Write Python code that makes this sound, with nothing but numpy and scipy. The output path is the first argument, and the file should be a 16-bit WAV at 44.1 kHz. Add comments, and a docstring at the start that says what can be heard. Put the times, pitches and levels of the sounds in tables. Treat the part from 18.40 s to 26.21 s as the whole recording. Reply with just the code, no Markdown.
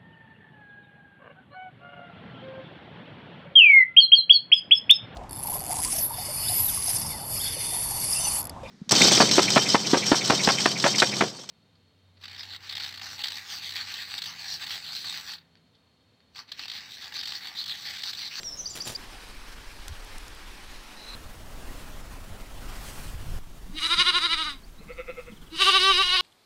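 """A small bird whistles and trills over footsteps on a path, the start of a country walk in four places.
Then leaves rustle in a wood, where a bird buzzes; wind crosses a field; at a barn a lamb bleats twice
and a ewe rumbles low in between. Air, leaves and steps are filtered noise, birds are gliding sines,
and the animals are pulses and breath from vocal folds, passed through the resonances of mouth and nose."""
import sys
import numpy as np
from scipy import signal
from scipy.fft import rfft, irfft, next_fast_len
from scipy.io import wavfile
from scipy.ndimage import uniform_filter1d

SR = 44100
rng = np.random.default_rng(int(sys.argv[2]) if len(sys.argv) > 2 else 0)


def persist_wave(psi):
    """Save psi, clipped to +-1, as 16-bit WAV."""
    counts = np.round(np.clip(psi, -1, 1) * 32767).astype(np.int16)
    wavfile.write(sys.argv[1], SR, np.atleast_2d(counts).T)


N = 344421
TIME = np.arange(N) / SR
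BINS = np.fft.rfftfreq(4096, 1 / SR)


def amp(db):
    """Decibel law: converts a level to an amplitude gain."""
    return 10 ** (np.asarray(db) / 20)


def unit(x):
    """Normalization: scales a signal to rms 1."""
    return x / np.sqrt(np.mean(x ** 2) + 1e-20)


def curve(rows, t, column=1):
    """Linear interpolation: joins one column of a table by straight lines in time."""
    rows = np.asarray(rows)
    return np.interp(t, rows[:, 0], rows[:, column])


def shape(points, hz):
    """Spectral envelope: gain interpolated in dB along a log-frequency axis."""
    point_hz, db = np.transpose(points)
    return amp(np.interp(np.log(hz + 1), np.log(point_hz + 1), db))


def add(mix, s, sound):
    """Superposition: adds a sound at time s, or at 0 if s is negative."""
    part = mix[max(round(s * SR), 0):][:len(sound)]
    part += sound[:len(part)]


def wander(size, hz):
    """Low-passed random fluctuation of rms 1, up to about hz changes a second."""
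    padded = next_fast_len(size)
    f = np.fft.rfftfreq(padded, 1 / SR)
    spectrum = rfft(rng.standard_normal(padded)) / (1 + (f / hz) ** 4)
    return unit(irfft(spectrum, padded)[:size])


def noise(points, patchy_db=1.0, flicker_db=2.3):
    """Subtractive noise: a random spectrum with drifting patches and a flicker shared by all bands."""
    hz = np.fft.rfftfreq(2048, 1 / SR)
    real, imaginary, patches = rng.standard_normal((3, N // 512 + 5, len(hz)))
    patches = uniform_filter1d(patches, size=6, axis=0)  # smooth in time
    patches = unit(uniform_filter1d(patches, size=16, axis=1))  # smooth in frequency
    flicker = rng.standard_normal((len(real), 1))
    level = amp(patchy_db * patches + flicker_db * flicker)
    frames = (real + 1j * imaginary) * shape(points, hz) * level
    return unit(signal.istft(frames.T, nperseg=2048, noverlap=1536)[1][:N])


def tract(x, modes):
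    """Minimum-phase resonance: each pulse rings through the modes and dies away after it strikes."""
    gain = sum(amp(db) / (1 + (2 * (BINS - hz) / width) ** 2) for hz, width, db in modes)
    log_gain = np.log(gain + 1e-6)
    circle = np.concatenate([log_gain, log_gain[-2:0:-1]])
    # the Hilbert transform of the log gain supplies the phase of a causal response
    ring = np.fft.ifft(np.exp(np.conj(signal.hilbert(circle)))).real
    return signal.fftconvolve(x, ring)[:len(x)]


def steady(x):
    """Automatic gain: holds a voice near rms 1 over a few cycles."""
    window = signal.windows.hann(600)
    power = np.convolve(x ** 2, window / window.sum(), "same")
    return x / np.sqrt(power + 1e-12)


def echoes(x, t60, wet_db):
    """Reverberation: adds sparse random reflections that decay by 60 dB in t60 seconds."""
    t = np.arange(SR) / SR
    sparse = rng.standard_normal(SR) * (rng.random(SR) < .05)
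    taps = sparse * (t > .004) * amp(-60 * t / t60)
    return x + amp(wet_db) * signal.fftconvolve(x, taps / np.linalg.norm(taps))[:N]


# gusts stir the leaves and push on the microphone:
# crest_s, half_length_s, rustle_rise_db, wind_rise_db
GUST_ROWS = [(0.773, 0.12, 1.5, -1), (1.427, 0.048, 0.5, 2), (2.6, 0.17, 1, -5), (3.36, 0.22, 2.5, 1),
             (4.416, 0.22, 4, 3), (4.744, 0.1, 1.5, 8), (4.93, 0.1, 2, 11), (5.294, 0.18, 3.5, 6)]


def gusts():
    """Gaussian envelopes: changes in the level of rustle and wind, in dB."""
    return sum(np.outer(rise_db, np.exp(-((TIME - s) / half) ** 2)) for s, half, *rise_db in GUST_ROWS)


# spectrum of the slow sway of pressure: frequency_hz, level_db
SWAY_SPECTRUM = [(8, -34), (20, 0), (26, 3), (34, -17), (60, -32), (150, -56.5)]
# spectrum of the wind's buffeting: frequency_hz, level_db
BUFFET_SPECTRUM = [(25, -18), (40, -13), (54, 4), (90, 3.5), (150, -7.5), (220, -34.5), (600, -65)]


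def wind(sway_db, buffet_db):
    """Turbulent pressure: lumpy low-frequency noise on the microphone."""
    sway = noise(SWAY_SPECTRUM, flicker_db=2.5) * amp(sway_db)
    return sway + noise(BUFFET_SPECTRUM, flicker_db=0.5) * amp(buffet_db)


# course of one gust in the grass: time_s, level_db
GRASS_GUST = [(4.2, -79), (4.38, -53.5), (4.48, -43.5), (4.58, -48), (4.7, -48.5), (4.76, -75)]
# spectrum of the hissing grass: frequency_hz, level_db
GRASS_SPECTRUM = [(1500, -1.5), (3000, -0.5), (6000, -4.5), (8500, -2), (15500, -11.5)]


def grass():
    """Broadband friction noise: one gust hisses across the field."""
    return noise(GRASS_SPECTRUM, patchy_db=2.5, flicker_db=2.5) * amp(curve(GRASS_GUST, TIME))


# dull thuds: crest_s, level_db, centre_hz
THUD_ROWS = [(1.515, -39, 76), (5.3, -47, 178), (5.589, -42.5, 176), (6.41, -48, 178), (6.47, -48, 178),
             (6.73, -52, 178), (6.919, -44.5, 191), (6.971, -53, 180)]


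def thuds():
    """Heavily damped resonance: soft low bumps of narrow noise under a Gaussian envelope."""
    out, t = np.zeros(N), np.arange(-.1, .1, 1 / SR)
    for s, db, hz in THUD_ROWS:
        body = unit(tract(rng.standard_normal(len(t)), [(hz, 0.45 * hz, 0)]))
        add(out, s + t[0], amp(db) * np.exp(-(t / 0.021) ** 2) * body)
    return out


# twigs tick: start_s, level_db (each peaks at 2.96 times this amplitude), centre_hz
TWIG_TICKS = [(0.032, -35, 3760), (.887, -50, 9000), (1.481, -34.5, 5900), (1.647, -49, 9000),
              (1.782, -42.5, 7000), (1.881, -44, 6800), (1.949, -49, 9000)]


def twigs():
    """Impulsive excitation: dry snaps of noise a few milliseconds long, each in one broad resonance."""
    out, t = np.zeros(N), np.arange(2048) / SR
    for s, db, hz in TWIG_TICKS:
        snap = tract(rng.standard_normal(len(t)) * np.exp(-t / 0.0019), [(hz, hz * 1.0, 0)])
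        add(out, s, amp(db) * 2.96 * snap / abs(snap).max())
    return out


def whistle(length, pitches, db):
    """Frequency modulation: a near sine glides smoothly through two or three pitches."""
    u = np.linspace(0, 1, int(length * SR))
    glide = np.polyfit(np.linspace(0, 1, len(pitches)), pitches, len(pitches) - 1)
    hz = np.polyval(glide, u) * (1 + 0.008 * wander(len(u), 250))
    tone = np.sqrt(2) * np.sin(2 * np.pi * np.cumsum(hz) / SR)
    return amp(db) * signal.windows.tukey(len(u), .7) * tone


# far birds chirp: start_s, start_hz, end_hz, level_db
FAR_CHIRPS = [(4.287, 6300, 4800, -61), (4.348, 5340, 4400, -53), (6.229, 4120, 5000, -57),
              (6.378, 3690, 4300, -56.5), (6.517, 4120, 4850, -59), (6.692, 3800, 4180, -59)]
CHIRP_S = 0.029
RUN_START_S, RUN_PERIOD_S = 6.911, .0495  # one of them runs off four falling notes


def far_birds(count=4):
    """Gliding tones with reverberation: faint single chirps and one even run of falling notes."""
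    out = np.zeros(N)
    for s, *pitches, db in FAR_CHIRPS:
        add(out, s, whistle(CHIRP_S, pitches, db))
    for k in range(count):
        add(out, RUN_START_S + k * RUN_PERIOD_S, whistle(CHIRP_S, (3750, 2700), -57))
    return echoes(out, t60=.5, wet_db=-7)


BUZZ_START_S, BUZZ_DB, BUZZ_SWELL_DB_PER_S = 2.566, -55.5, 70
BUZZ_SURGE_HZ, BUZZ_SURGE_DB = 17.5, 3  # the level surges as it swells


def buzz():
    """Fast frequency modulation: a bird's swelling whistle flutters at 130 Hz, so that it buzzes."""
    hz = 4020 + 140 * np.sin(2 * np.pi * 130 * TIME) + 65 * wander(N, 200)
    age = np.clip(TIME, BUZZ_START_S, PLACE_EDGES[2]) - BUZZ_START_S
    surge = BUZZ_SURGE_DB * np.sin(2 * np.pi * BUZZ_SURGE_HZ * age)
    db = BUZZ_DB + BUZZ_SWELL_DB_PER_S * age + surge
    note = np.sqrt(2) * np.sin(2 * np.pi * np.cumsum(hz) / SR) * amp(db) * (age > 0)
    return echoes(note, t60=0.3, wet_db=-2.5)


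# a boot presses grit and leaves: start_s, level_db (before a common lift of 1 dB), fading_time_s
STEP_PRESSES = [(0.353, -33.5, 0.014), (0.37, -33.5, 0.01), (0.384, -48.5, 0.072), (0.454, -39, 0.022),
                (0.467, -36, 0.013), (0.474, -31.5, 0.0084), (.494, -42, 0.059), (0.519, -40, 0.0057)]
# spectrum of the crushed grit: frequency_hz, level_db
GRIT_SPECTRUM = [(35, -35), (60, 4.5), (792, -4.5), (1260, -10), (2910, -3.5), (3930, -3), (4630, -9),
                 (5450, -8), (8280, -12), (9510, -9.5), (15500, -20)]


def footsteps():
    """Granular excitation: each press crushes a burst of small grains, a few of them much larger."""
    press = np.zeros(N)
    for s, db, fade in STEP_PRESSES:
        age = np.maximum(TIME - s, 0)
        press += amp(db) * (1 - np.exp(-age / 0.0008)) * np.exp(-age / fade)
    grains = amp(5 * np.minimum(wander(N, 500), 2.2))
    return press * unit(noise(GRIT_SPECTRUM) * grains) * amp(1)


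# the near bird's opening slurs: start_s, length_s, start_hz, middle_hz, end_hz, level_db
SLURS = [(-.01, 0.046, 7500, 7450, 7460, -52), (0.031, 0.083, 6050, 5540, 5410, -35),
         (.099, 0.062, 5500, 5310, 5270, -40), (.167, .027, 6300, 6600, 6650, -44),
         (0.182, 0.039, 6500, 5980, 5830, -33.5)]
# its repeated syllable, two flicks up and one down:
# start_in_syllable_s, length_s, start_hz, end_hz, level_db
TRILL_SYLLABLE = [(0, .019, 4330, 5270, -30.5), (.015, .013, 5170, 6400, -34.5),
                  (.04, .034, 7700, 6690, -41)]
TRILL_START_S, TRILL_PERIOD_S = .254, .1468


def near_bird(count=3):
    """Gliding tones with scattering: slurred whistles, then a trill of like syllables among the trees."""
    out = np.zeros(N)
    for s, length, *pitches, db in SLURS:
        add(out, s, whistle(length, pitches, db))
    for k in range(count):
        for s, length, *pitches, db in TRILL_SYLLABLE:
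            add(out, TRILL_START_S + k * TRILL_PERIOD_S + s, whistle(length, pitches, db))
    return echoes(out, t60=.6, wet_db=-4.5)


def folds(hz, rough, jitter, rasp):
    """Glottal source: unevenly timed pulses and a puff of air in each cycle; also gives the cycle count."""
    size = len(hz)
    turns = np.cumsum(hz * (1 + jitter * rough * wander(size, 260))) / SR
    pulses = np.zeros(size)
    # the folds never close the same way for long, so the upper harmonics swell and fade on their own
    for k in range(1, 44):
        pulses += amp(min(k / 3, 3) * wander(size, 32)) * np.cos(2 * np.pi * k * turns)
    pulses = unit(pulses) * (1 + .8 * rough * wander(size, 200))
    puffs = unit((.4 + np.exp(-(turns % 1) / .3)) * rng.standard_normal(size))
    return pulses, rasp * rough * puffs, turns


# the ewe's throbs: crest_s, level_db (of the hum; the rasp swells 7 dB lower), pitch_hz
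EWE_THROBS = [(6.42, -52.5, 149.3), (6.508, -38.5, 164.4), (6.599, -34, 170.1), (6.697, -34, 166.9),
              (6.79, -36, 164.5), (6.885, -43, 161.4)]
# her low resonances: centre_hz, width_hz, level_db
EWE_LOW_MODES = [(168, 98, -22), (495, 99, 6)]
# her upper resonances: centre_hz, width_hz, level_db
EWE_HIGH_MODES = [(1308, 145, -1), (2114, 240, -2.5), (2570, 210, -3.5), (3580, 460, -21)]


def ewe():
    """Source and filter: short hoarse throbs hum only at each crest, while the rasp lasts longer."""
    t = np.arange(6.3, 7.05, 1 / SR)
    crest = sum(amp(db) * np.exp(-((t - s) / 0.013) ** 2) for s, db, _ in EWE_THROBS)
    swell = sum(amp(db - 7.0) / (1 + ((t - s) / 0.021) ** 4) for s, db, _ in EWE_THROBS)
    pulses, air, _ = folds(curve(EWE_THROBS, t, column=2), .5, jitter=.08, rasp=1.2)
    hum = crest * steady(tract(pulses + air, EWE_LOW_MODES))
    rasp = swell * steady(tract(pulses + air, EWE_HIGH_MODES))
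    out = np.zeros(N)
    add(out, t[0], hum + rasp)
    return echoes(out, t60=.3, wet_db=-11)


# the lamb's voice comes in throbs, each lasting until the next:
# start_s, pitch_lift_hz, mouth_opening_db, nasal_rise_db
LAMB_THROBS = [(5.325, 28.4, 3, 13), (5.411, 44, 4, 9.5), (5.483, 55.3, 12.5, 12), (5.561, 56, 13.5, 16),
               (5.641, 62, 14.5, 15), (5.72, 62.5, 13.5, 12.5), (5.801, 44, 10.5, 9.5),
               (5.885, 30.7, 8, 11), (5.961, 25.8, 9, 5), (6.045, 20.2, 8.5, 0.5), (7.106, 26.3, 12, 5),
               (7.174, 44.7, 14, 4.5), (7.247, 45, 21, 3), (7.315, 29.5, 18, 4), (7.392, 32, 19, 2),
               (7.563, 36.5, 16.5, 1), (7.636, 11, 1.5, -2), (7.7, 25.2, 11, 1.5), (7.779, 10.6, 9.5, 0)]
CREST_SHARE = .68  # how far into a throb it peaks
DROP_S = .028  # longest collapse after the crest


def quaver(t, last_s, broad):
    """Amplitude and pitch modulation: height (0-1) of each throb, time past its crest, its strengths."""
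    rows = np.array(sorted(row for row in LAMB_THROBS if t[0] - .05 < row[0] < last_s))
    starts = rows[:, 0]
    crests = starts + CREST_SHARE * np.diff(starts, append=last_s)
    which = np.maximum(np.searchsorted(starts, t) - 1, 0)
    past = t - crests[which]
    rise = np.sin(np.pi / 2 * np.clip(1 + past / (crests - starts)[which], 0, 1)) ** broad
    room_s = np.minimum(DROP_S, np.append(starts[1:], last_s) - crests)[which]
    drop = np.cos(np.pi / 2 * np.clip(past / room_s, 0, 1)) ** 2
    return rise * drop, past, rows[which, 1:].T


# air forced past the folds: centre_hz, width_hz, level_db
RASP_MODES = [(5870, 2000, 2), (8470, 1100, -1), (9750, 950, -4), (11600, 1200, -14)]
CHEST_DB_PER_HZ = 0.2192  # the fundamental swells as a throb lifts the pitch
ATTACK_DB, RELEASE_DB, RELEASE_S = 38, 32.5, 0.1  # climb at the start of a bleat, fall at its end
RUSH_FADE_DB_PER_S = 20  # fading of the hiss of air, besides that of the whole bleat
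# roughness 0-1 of a bleat, and how fast it clears
HOARSE_START, HOARSE_HELD, HOARSE_END, CLEARING_S = .26, .06, .35, .17
CATCH, CATCH_S = .24, .013  # roughness of the catch just after each crest, and its half length
WOBBLE, WOBBLE_HZ = .008, 55  # unsteadiness of the pitch: rms share, rate


def bleat(start, end, pitch, chest, mouth_modes, nose_modes, attack_s, low_hz, mouth_db, nose_db, rush_db,
          fade_db_per_s, broad, squareness):
    """Source and filter: a voice through mouth and nose, louder as pitch lifts, catching as it drops."""
    t = np.arange(start, end, 1 / SR)
    age = t - start
    height, past, (lift_hz, open_db, ring_db) = quaver(t, end - RELEASE_S, broad)
    hz = (curve(pitch, t) + height * lift_hz) * (1 + WOBBLE * wander(len(t), WOBBLE_HZ))
    # loudness switches more abruptly than pitch
    push = .5 + .5 * np.tanh(squareness * (2 * height - 1)) / np.tanh(squareness)
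    closing = np.clip(1 - (end - t) / RELEASE_S, 0, 1)
    attack = -ATTACK_DB * np.clip(1 - age / attack_s, 0, 1)
    effort = attack - fade_db_per_s * age - RELEASE_DB * closing
    # hoarsest as the voice breaks out, then clearing
    breaking = np.minimum(age / attack_s, np.exp((attack_s - age) / CLEARING_S))
    catch = CATCH * np.exp(-(past / CATCH_S - 1) ** 2)
    rough = HOARSE_HELD + HOARSE_START * breaking + HOARSE_END * closing + catch
    pulses, air, turns = folds(hz, rough, jitter=.055, rasp=.75)
    # the small mouth radiates little below its first resonance
    low_cut = signal.butter(4, low_hz, "high", fs=SR, output="sos")
    mouth = signal.sosfilt(low_cut, tract(pulses + .3 * air, mouth_modes))
    mouth = steady(mouth) * amp(mouth_db + push * open_db)
    nose = steady(tract(pulses + air, nose_modes)) * amp(nose_db + push * ring_db)
    rush_level = rush_db - RUSH_FADE_DB_PER_S * age + 2.2 * wander(len(t), 49)
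    rush = steady(tract(air, RASP_MODES)) * amp(rush_level)
    chest_level = curve(chest, t) + CHEST_DB_PER_HZ * height * lift_hz
    fundamental = np.sqrt(2) * np.cos(2 * np.pi * turns) * amp(chest_level)
    voice = amp(effort) * (mouth + nose + rush) + fundamental
    return start, voice * signal.windows.tukey(len(t), .01)


# the pitch that the throbs rise from, in each bleat: time_s, pitch_hz
PITCH_1 = [(5.31, 286.7), (5.49, 288), (5.56, 306.8), (5.699, 303.9), (5.801, 294.5), (5.889, 308.8),
           (6.11, 283.3), (6.199, 249)]
PITCH_2 = [(7.099, 300), (7.174, 303.7), (7.21, 348.6), (7.43, 362.6), (7.56, 355.6), (7.82, 352.6)]
# level of the fundamental under the throbs: time_s, level_db
CHEST_1 = [(5.31, -61), (5.35, -45.5), (5.39, -57.5), (5.7, -58), (6.15, -52.5), (6.19, -72)]
CHEST_2 = [(7.1, -65), (7.13, -44), (7.175, -56), (7.23, -45.5), (7.45, -39.5), (7.61, -44), (7.645, -61),
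           (7.8, -48.5)]
# resonances of the lamb's mouth and nose in each bleat: centre_hz, width_hz, level_db
MOUTH_1 = [(680, 270, -10), (1095, 210, -1), (1254, 110, 2.5), (1445, 260, 2)]
NOSE_1 = [(1870, 300, -8.5), (2185, 280, -4.5), (2460, 260, -11.5), (2892, 96, 4.5), (3170, 270, -8),
          (3680, 570, -2), (3927, 200, 4), (4770, 390, -5.5), (5800, 2100, -28), (8400, 380, -21.5),
          (9340, 310, -20.5), (10330, 400, -28)]
MOUTH_2 = [(750, 97, -14), (1166, 114, 2.5), (1466, 140, -7)]
NOSE_2 = [(1554, 100, -5.5), (1895, 190, -6.5), (2250, 140, -2.5), (2750, 230, -9), (2934, 360, 5.5),
          (3834, 480, 3.5), (4460, 200, -13), (4820, 570, -5.5), (5800, 900, -25), (8350, 470, -32),
          (9400, 610, -32), (10340, 500, -26), (14300, 500, -41), (15550, 500, -37)]


def lamb():
    """Discrete reflection and reverberation: two bleats, thrown back by the ground and the stone walls."""
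    voice = np.zeros(N)
    add(voice, *bleat(5.31, 6.2, PITCH_1, CHEST_1, MOUTH_1, NOSE_1, attack_s=0.11, low_hz=894,
                      mouth_db=-40.5, nose_db=-33.0, rush_db=-40.5, fade_db_per_s=-0.15,
                      broad=0.96, squareness=1.04))
    add(voice, *bleat(7.1, 7.92, PITCH_2, CHEST_2, MOUTH_2, NOSE_2, attack_s=.12, low_hz=630,
                      mouth_db=-38, nose_db=-21.5, rush_db=-34.0, fade_db_per_s=1.0,
                      broad=1.3, squareness=0.42))
    out = voice.copy()
    for delay, gain in [(.0029, .15), (.0113, .17)]:
        add(out, delay, gain * voice)
    return echoes(out, t60=.2, wet_db=-15)


# boundaries of path, wood, field and barn: time_s
PLACE_EDGES = [0, .565, 2.752, 4.988, 7.82]
# spectrum of the air in each place, one list per place: frequency_hz, level_db
AIR_SPECTRA = [
    [(88, -36), (150, -4.5), (894, -9.5), (2650, -16.5), (3980, -10), (4480, -19), (5440, -8), (6730, -22),
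     (15500, -26.5)],
    [(88, -37), (150, -12), (193, 1.5), (436, -2), (583, -4), (656, -5.5), (860, -0.5), (1220, -2),
     (1730, -1.5), (5230, -7), (6730, -14), (9180, -15), (15500, -24)],
    [(88, -31), (150, -2), (268, -2), (373, -7), (656, -6.5), (1220, -9), (1540, -9.5), (2100, -13),
     (2980, -14), (3280, -15), (15500, -25.5)],
    [(88, -54), (150, -1.5), (248, -6), (428, -11.5), (540, -14.5), (618, -17), (656, -11.5), (722, -14.5),
     (796, -14.5), (1200, -15), (15500, -30)],
]
# air in each place before the gusts: rustle_db, sway_db, buffeting_db
CALM_LEVELS = [(-49.5, -57.5, -59.5), (-47.5, -44, -57.5), (-48, -40.5, -50), (-54.5, -45.5, -59)]


def places():
    """Time gating: each place has its own rustle, wind and animals, and gives way at once to the next."""
    sounds = [footsteps() + near_bird(), buzz(), grass(), lamb() + ewe()]
    stir_db, push_db = gusts()
    out = np.zeros(N)
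    rows = zip(PLACE_EDGES, PLACE_EDGES[1:], AIR_SPECTRA, CALM_LEVELS, sounds)
    for start, end, air, (rustle_db, sway_db, buffet_db), sound in rows:
        here = (TIME >= start) & (TIME < end)
        rustle = noise(air, patchy_db=1.4, flicker_db=1.27) * amp(rustle_db + stir_db)
        out += here * (rustle + wind(sway_db, buffet_db) * amp(push_db) + sound)
    return out


def scene():
    """Superposition: all sources add at one microphone."""
    return (places() + far_birds() + twigs() + thuds())[None]


def record(dry):
    """Low-pass filtering: limits the band to 15.8 kHz."""
    low_pass = signal.firwin(511, 15800, window=("kaiser", 9), fs=SR)
    return signal.oaconvolve(dry, low_pass[None], "same")


dry = scene()
out = record(dry)
persist_wave(out)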